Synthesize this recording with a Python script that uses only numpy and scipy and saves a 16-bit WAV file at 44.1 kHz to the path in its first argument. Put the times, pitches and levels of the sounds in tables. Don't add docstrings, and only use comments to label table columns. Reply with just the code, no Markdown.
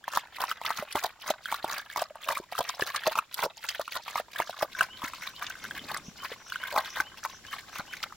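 import sys
import numpy as np
from scipy import signal
from scipy.fft import rfft, irfft, next_fast_len
from scipy.io import wavfile
from scipy.ndimage import uniform_filter1d, map_coordinates

SR = 44100
rng = np.random.default_rng(int(sys.argv[2]) if len(sys.argv) > 2 else 0)


def persist_wave(psi):
    counts = np.round(np.clip(psi, -1, 1) * 32767).astype(np.int16)
    wavfile.write(sys.argv[1], SR, np.atleast_2d(counts).T)


N = 359856
FAR_S = 4.68
TOP_HZ = 15900


def amp(db):
    return 10 ** (np.asarray(db) / 20)


def unit(x):
    return x / np.sqrt(np.mean(x ** 2) + 1e-20)


def along(points, hz):
    point_hz, values = np.transpose(points)
    return np.interp(np.log(hz + 1), np.log(point_hz), values)


def add(track, start_s, sound):
    i = round(start_s * SR)
    part = sound[..., max(-i, 0):max(N - i, 0)]
    first = max(i, 0)
    track[..., first:first + part.shape[-1]] += part


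def filtered(x, response):
    size = next_fast_len(N + SR // 2)
    spectrum = rfft(x, size) * response(np.fft.rfftfreq(size, 1 / SR))
    return irfft(spectrum, size)[..., :N]


def coloured(x, points, size=2048):
    gains = amp(along(points, np.fft.rfftfreq(size, 1 / SR)))
    cepstrum = irfft(np.log(gains))
    fold = np.r_[1, np.full(size // 2 - 1, 2), np.zeros(size // 2)]
    answer = irfft(np.exp(rfft(cepstrum * fold)))
    return signal.fftconvolve(x, answer[None], axes=1)[:, :N]


def ringing(hz, centre, width):
    return 1j * hz * width / (centre ** 2 - hz ** 2 + 1j * hz * width)


def wobble(rate, size=N):
    values = rng.standard_normal(int(size * rate / SR) + 4)
    return map_coordinates(values, [np.arange(size) * rate / SR])


def far():
    return np.clip((np.arange(N) / SR - FAR_S) / .02, 0, 1)


# (pitch_hz, level_db per Hz, relative)
AIR_SHAPE = [(30, -0.5), (70, 6), (350, -2.5), (700, -4.5), (1800, -12.5), (3000, -7), (5500, -8.5),
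             (8500, -19)]


def air(near_db=-63, far_db=-56, insect_db=-10.0):
    noise = rng.standard_normal((2, N))

    def hush(hz):
        return amp(along(AIR_SHAPE, hz)) * np.array([np.ones_like(hz), np.minimum(.5 + hz / 7000, 1)])

    def shrill(centre, width):
        hiss = rng.standard_normal((2, N))
        return unit(filtered(hiss, lambda hz: ringing(hz, centre, width) ** 2))

    mid, side = filtered(noise, hush)
    insects = shrill(7150, 850) + .8 * far() * shrill(5600, 180)
    level_db = near_db + (far_db - near_db) * far() + wobble(2.9)
    return (unit(np.array([mid + side, mid - side])) + amp(insect_db) * insects) * amp(level_db)


def bubbles(times, hz, sizes, cycles, length, rise=0.25, lag_s=.00004, order=600):
    t = np.arange(order) / SR
    hz = np.minimum(hz, TOP_HZ)[:, None]
    decay_s = (cycles / hz + .0003) * np.exp(.4 * rng.standard_normal(hz.shape))
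    age = t / decay_s
    swell = sizes[:, None] * np.exp(-age) * (1 - np.exp(-2 * t * hz))
    phase = 2 * np.pi * (hz * t * (1 + rise * (1 - np.exp(-age / 2))) + rng.random(hz.shape))
    skew = np.pi * hz * lag_s * rng.standard_normal(hz.shape)
    at = (np.maximum(times, 0)[:, None] * SR).astype(int) + np.arange(order)

    def one_side(sign):
        ring = swell * np.sin(phase + sign * skew)
        return np.bincount(at.ravel(), ring.ravel(), length)[:length]

    return np.array([one_side(1), one_side(-1)])


LICK_LEAD_S, LICK_S, LICK_DB = .065, .026, -12
WASH_DB, WASH_EXTRA_S = -13.5, .04
SQUEEZE_SHARE = .85
USUAL_DB, BUBBLE_HZ, BUBBLE_OCT_PER_DB = -36, 1228, 0.0825
SPRAY_DB, SPRAY_GROWS = -42.5, 0.98
# (suck_middle_s, suck_length_s, suck_level_db, wait_for_squeeze_s, squeeze_level_db)
JAW_CHEWS = [(0.151, 0.044, -35.5, 0.034, -45.5), (0.419, 0.038, -33, .085, -38),
             (0.694, 0.061, -36, .1, -37.5), (0.975, .032, -32.5, .07, -30),
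             (1.284, 0.036, -35.5, 0.028, -39), (1.511, .054, -39.5, 0.047, -37.5),
             (1.713, 0.067, -36, 0.067, -39), (1.98, 0.029, -33.5, .04, -34.5),
             (2.304, .03, -30.5, 0.066, -37), (2.593, 0.051, -31.5, 0.099, -42.5),
             (2.811, 0.037, -37, 0.071, -37.5), (2.954, .029, -35.5, .12, -29.5),
             (3.118, .019, -36.5, .057, -33), (3.397, 0.035, -37, .044, -28.5),
             (3.638, .03, -39, 0.067, -41.5), (3.751, 0.02, -43.5, .057, -37),
             (3.925, .034, -41, 0.038, -34.5), (4.092, .038, -43, 0.087, -34.5),
             (4.401, .054, -36.5, 0.098, -49), (4.584, 0.033, -49.5, .042, -32),
             (4.796, .034, -36.5, 0.034, -34.5), (5.05, .06, -37, 0.11, -49), (5.231, .04, -42, .045, -40),
             (5.427, 0.031, -38, 0.084, -40.5), (5.657, 0.069, -45.5, .11, -43),
             (5.897, .04, -38.5, 0.063, -36), (6.246, .034, -38, 0.082, -44),
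             (6.548, 0.069, -46.5, .11, -41.5), (6.778, .048, -29.5, 0.094, -43),
             (6.968, 0.028, -37, 0.039, -33.5), (7.247, .026, -35.5, 0.057, -49.5),
             (7.535, 0.032, -39, 0.05, -44.5), (7.75, 0.04, -42.5, 0.042, -39),
             (7.939, 0.03, -43, .094, -36)]


def strokes():
    rows = []
    for s, length, suck_db, wait, squeeze_db in JAW_CHEWS:
        lick = (s - LICK_LEAD_S, LICK_S, suck_db + LICK_DB)
        suck = (s, length, suck_db)
        swill = (s + wait / 2, wait + WASH_EXTRA_S, (suck_db + squeeze_db) / 2 + WASH_DB)
        squeeze = (s + wait, length * SQUEEZE_SHARE, squeeze_db)
        for middle, lasts, db in (lick, suck, swill, squeeze):
            effort_db = db - USUAL_DB
            hz = BUBBLE_HZ * 2 ** (-BUBBLE_OCT_PER_DB * effort_db)
            rows.append((middle, lasts, db, hz, SPRAY_DB + SPRAY_GROWS * effort_db))
    return rows


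def slurps(spread=0.2724, glide=0.27, bubble_rate=1300, bubble_cycles=1.8, spray_rate=1500, spray_hz=3450,
           clump_db=6, bubble_db=0.5, spray_db=-2, fizz_db=-5.0):
    track = np.zeros((2, N))
    noise = rng.standard_normal((2, N))
    foam = unit(filtered(noise, lambda hz: 1 / np.hypot(1, (3500 / (hz + 1)) ** 2)))
    for middle, length, db, hz, fine_db in strokes():
        span = 3 * max(length, .005)
        n = int((span + .02) * SR)
        knots = np.arange(0, span, .004)
        flow = amp(clump_db * rng.standard_normal(len(knots))) / np.cosh(7 * (knots / span - .5)) ** 1.5
        tearing = flow * amp(clump_db * rng.standard_normal(len(knots)))

        def swarm(rate, centre, strength, order):
            u = rng.random(int(rate * span) + 2)
            scatter = spread * rng.triangular(-2, 0, 3, len(u))
            slide = glide * rng.uniform(-0.96, 1) * np.sin(2 * np.pi * u)
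            sizes = np.interp(u * span, knots, strength) * rng.exponential(size=len(u))
            pitch = centre * np.exp(scatter + slide)
            return unit(bubbles(u * span, pitch, sizes, bubble_cycles, n, order=order))

        body = amp(db + bubble_db) * swarm(bubble_rate, hz, flow, order=600)
        spray = amp(spray_db) * swarm(spray_rate, spray_hz, tearing, order=160)
        foam_piece = foam[:, rng.integers(N - n):][:, :n]
        fizz = amp(fizz_db) * unit(foam_piece * np.interp(np.arange(n) / SR, knots, tearing, right=0))
        stroke = body + amp(fine_db) * (spray + fizz)
        add(track, middle - span / 2, np.sqrt(length * SR / n) * stroke)
    return track


def dribble(near_db=-52, far_db=-53, count=9000):
    busy = np.zeros(N)
    for s, length, _, wait, *_ in JAW_CHEWS:
        add(busy, s - length, np.ones(int(abs(wait + 2 * length) * SR)))
    busy = np.abs(uniform_filter1d(np.minimum(busy, 1), size=6000))
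    clusters = rng.choice(rng.uniform(0, N / SR, size=170), count) + rng.exponential(.003, count)
    times = np.where(rng.random(count) < .5, clusters, rng.uniform(0, N / SR, count))
    pitch = 1450 * np.exp(rng.triangular(-.9, 0, 1.1, count))
    wet = bubbles(times, pitch, rng.exponential(size=count), 2.6, N, order=350)
    return unit(wet) * (busy + 0.43) * amp(near_db + (far_db - near_db) * far())


# (start_s, level_db before the trims, cavity_pitch_hz before its glide)
LIP_SMACKS = [(0.04, -34, 1650), (0.079, -22, 972), (0.172, -12, 1037), (0.271, -41, 1680),
              (0.384, -32, 1080), (0.438, -17, 1070), (0.513, -18, 1375), (0.614, -27, 930),
              (0.649, -25, 1150), (0.704, -17.5, 1024), (0.824, -28, 607), (0.954, -17, 910),
              (1.304, -17, 743), (1.456, -23.5, 1550), (1.524, -17.5, 1017), (1.643, -20.5, 826),
              (1.899, -32.5, 1650), (1.96, -20, 1005), (2.021, -23, 975), (2.105, -42, 596),
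              (2.155, -33, 910), (2.287, -17, 1200), (2.371, -26.5, 1170), (2.523, -28, 830),
              (2.551, -27.5, 1270), (2.579, -23, 1400), (2.695, -22.5, 1090), (2.822, -17, 1726),
              (2.946, -22, 1230), (3.035, -26, 1680), (3.07, -19, 684), (3.154, -19.5, 1150),
              (3.187, -12.5, 1235), (3.39, -24, 1050), (3.747, -28, 1630), (3.795, -23.5, 663),
              (3.878, -26, 1246), (4.079, -27.5, 1030), (4.156, -17.5, 1000), (4.198, -26, 660),
              (4.36, -28.5, 1630), (4.4, -15.5, 910), (4.42, -24, 1680), (4.494, -26.5, 760),
              (4.627, -16.5, 638), (4.749, -31, 1580), (4.808, -10.5, 1430), (5.134, -29.5, 1210),
              (5.423, -27, 1150), (5.553, -35.5, 1490), (5.65, -29.5, 1530), (5.709, -26, 1650),
              (5.778, -33, 1600), (5.901, -31, 1060), (6.247, -29, 1144), (6.521, -24, 1400),
              (6.557, -23.5, 1420), (6.636, -25, 1460), (6.762, -19, 1150), (6.775, -16, 1000),
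              (6.968, -25, 1720), (7.001, -15.5, 1490), (7.249, -22, 1300), (7.449, -38, 1670),
              (7.537, -28.5, 1210), (7.802, -32, 800), (7.935, -29, 1590), (8.123, -34, 1140)]


def smacks(opening_s=0.002, pulse_s=0.0011, ring_s=0.0034, glide=0.2, pop_db=-5.5, push_db=-19, click_db=-23,
           even_db=-36, damping=0.64):
    track, t = np.zeros((2, N)), np.arange(SR // 25) / SR

    def burst(x):
        return unit(x) * np.sqrt(.005 / t[-1])

    for s, db, hz in LIP_SMACKS:
        decay = ring_s * np.exp(.15 * rng.standard_normal())
        parting = np.exp(-((t - opening_s) / pulse_s) ** 2)
        cavity = amp(damping * (even_db - db)) * (1 - np.exp(-(t / opening_s) ** 2)) * np.exp(-t / decay)
        swell = parting + 2 * cavity
        pitch_hz = hz * (1 + glide * rng.uniform(-.5, 1) * np.tanh((t - opening_s) / decay))
        phase = 2 * np.pi * np.cumsum(pitch_hz) / SR
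        upper = 0.34 * np.sin(phase * rng.uniform(1.443, 2.31))
        pop = burst(swell * (np.sin(phase + rng.uniform(0, 2 * np.pi)) + upper))
        push = burst(swell * np.sin(2 * np.pi * 230 * t))
        when, pitch, size = rng.random((3, 70))
        click_hz = 2500 * (TOP_HZ / 2500) ** pitch
        click = bubbles(-opening_s * np.log(1 - when), click_hz, size, 2, len(t), order=200)
        lips = pop + amp(push_db) * (700 / hz) ** 2 * push
        add(track, s, amp(db + pop_db) * lips + amp(db + click_db) * burst(click))
    return track


# (start_s, level_db before the trim, middle_pitch_hz)
FILM_SNAPS = [(0.1503, -19.5, 4560), (0.6619, -11.5, 2610), (0.9246, -22, 3420), (1.056, -24, 3420),
              (1.3008, -17.5, 4960), (1.993, -19.5, 3040), (2.3216, -23, 2500), (2.65, -22, 2340),
              (2.69, -15.5, 5100), (2.808, -19, 3900), (2.8784, -29, 2720), (2.9603, -13, 3750),
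              (3.0664, -11, 2420), (3.3425, -19, 4270), (3.6875, -11.5, 3940), (3.9704, -21, 3500),
              (5.466, -18.5, 3300), (5.9713, -21, 4600), (6.3165, -26, 3130), (6.8016, -24.5, 2590),
              (8.0288, -15.5, 2950)]


def snaps(spread=0.425, scatter_s=0.0018, cycles=2.65, snap_db=-14, count=60):
    track, n = np.zeros((2, N)), SR // 25
    for s, db, hz in FILM_SNAPS:
        when, size = rng.exponential(size=(2, count))
        pitch = hz * np.exp(spread * rng.standard_normal(count))
        burst = bubbles(scatter_s * when, pitch, size, cycles, n, order=200)
        add(track, s, amp(db + snap_db) * unit(burst) * np.sqrt(.005 * SR / n))
    return track


# (pitch_hz, gain_db)
TROUGH_COLOUR = [(100, 0.5), (400, -1), (600, 6), (800, 0), (1700, -1.5), (2700, -2), (3700, 1.5),
                 (8000, 1.5), (15000, 7.5)]
# (centre_hz, width_hz, gain_db)
TROUGH_HOLLOW = [(1075, 133, -1.5), (1575, 170, -2), (2120, 260, -6)]


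def in_trough(mouth):
    mouth = coloured(mouth, TROUGH_COLOUR)

    def resonances(hz):
        return 0.81 + sum(amp(db) * ringing(hz, centre, width) for centre, width, db in TROUGH_HOLLOW)

    hollow = filtered(mouth, resonances)
    return mouth + far() * (hollow - mouth)


def echoes(x, t60_s, width):
    t = np.arange(int(t60_s * SR)) / SR
    out = np.zeros((2, N))
    for i in range(0, N, SR // 4):
        tails = unit(rng.standard_normal((2, len(t))) * amp(-60 * t / t60_s)) / np.sqrt(len(t))
        answer = signal.fftconvolve(x.mean(0)[None, i:i + SR // 4], tails, axes=1)
        add(out, i / SR + t60_s / 20, answer)

    def dulled(hz):
        return np.array([np.ones_like(hz), np.minimum(width + hz / 5000, 1)]) / np.hypot(1, hz / 7000)

    mid, side = filtered(out, dulled)
    return np.array([mid + side, mid - side])


# (start_s, level_db before the trim, middle_pitch_hz)
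JAW_THUMPS = [(0.795, -36, 202), (0.952, -25.5, 300), (1.301, -31.5, 342), (1.643, -31, 326),
              (2.4, -31, 358), (2.596, -35.5, 239), (2.822, -22.5, 350), (4.4, -31, 344), (4.627, -31, 342),
              (5.038, -32.5, 225), (6.083, -34.5, 189), (6.317, -32, 440), (7.0, -35.5, 287),
              (7.795, -35.5, 200)]


def thumps(t60_s=0.026, thump_db=3.5, sag=0.15):
    track, t = np.zeros(N), np.arange(SR // 8) / SR
    for s, db, hz in JAW_THUMPS:
        pitch = hz * (1 + sag - 2 * sag * np.tanh(2 * t / t60_s))
        knock = np.sin(2 * np.pi * np.cumsum(pitch) / SR)
        add(track, s, amp(db + thump_db - 60 * t / t60_s) * (1 - np.exp(-t / 0.00036)) * knock)
    return track


def shuffle(middle_s=5.84, length_s=0.21, db=-54, hz=200):
    noise = filtered(rng.standard_normal(N), lambda f: ringing(f, hz, 170))
    thuds = unit(noise * amp(3 * wobble(30)))
    shove = np.exp(-((np.arange(N) / SR - middle_s) / length_s) ** 2)
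    return amp(db) * thuds * (shove + 0.24 * far())


BIRD_CHIRPS = [4.74, 5.19, 5.599, 6.027, 6.437, 6.876, 7.308, 7.711]
CHICK_PEEPS = [4.885, 5.325, 5.753, 6.17, 6.572, 7.03, 7.447, 7.863]
BIRD_WHISTLES = [5.25, 6.36]


def birds(chirp_hz=5950, peep_hz=3080, whistle_hz=5850, chirp_s=0.081, peep_s=0.088, whistle_s=0.098,
          chirp_db=-49, peep_db=-48.0, whistle_db=-57):
    track = np.zeros(N)

    def tone(hz):
        return np.sin(2 * np.pi * np.cumsum(hz) / SR)

    for s in BIRD_CHIRPS:
        u = np.linspace(0, 1, int(chirp_s * SR))
        trill = 1 + 0.068 * wobble(710, len(u))
        high = tone(chirp_hz * trill * (1 - .2 * np.exp(-7 * u)))
        low = .8 * u * tone(chirp_hz / 2 * trill ** 3 * (1.2 - .28 * u))
        add(track, s, amp(chirp_db + rng.normal()) * np.sin(np.pi * u) * (high + low))
    for s in CHICK_PEEPS:
        u = np.linspace(0, 1, int(peep_s * SR))
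        bend = rng.uniform(.3, .65) * (u - .6) ** 2
        pitch = peep_hz * (1 - bend + .04 * rng.random() * wobble(600, len(u)))
        add(track, s, amp(peep_db + 2.3 * wobble(155, len(u))) * np.sin(np.pi * u) * tone(pitch))
    for s in BIRD_WHISTLES:
        u = np.linspace(0, 1, int(whistle_s * SR))
        pitch = whistle_hz * (1 + .011 * wobble(500, len(u)))
        add(track, s, amp(whistle_db) * np.sin(np.pi * u) * tone(pitch))
    return np.array([track, track])


def scene():
    mouth = in_trough(slurps() + dribble() + smacks() + snaps()) + thumps()
    mouth = mouth + echoes(mouth * amp(-7), t60_s=.03, width=0.022)
    song = birds()
    yard = echoes(mouth * amp(-27.5 + 3.9 * far()), t60_s=0.17, width=0.17)
    song = song + echoes(.5 * song, t60_s=0.18, width=.5)
    sound = mouth + song + yard + shuffle() + air()
    lean_db = np.array([[.5], [-.5]]) * (far() - 0.32)
    return sound * amp(lean_db)


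def record(dry):
    return filtered(dry, lambda hz: hz < TOP_HZ)


dry = scene()
out = record(dry)
persist_wave(out)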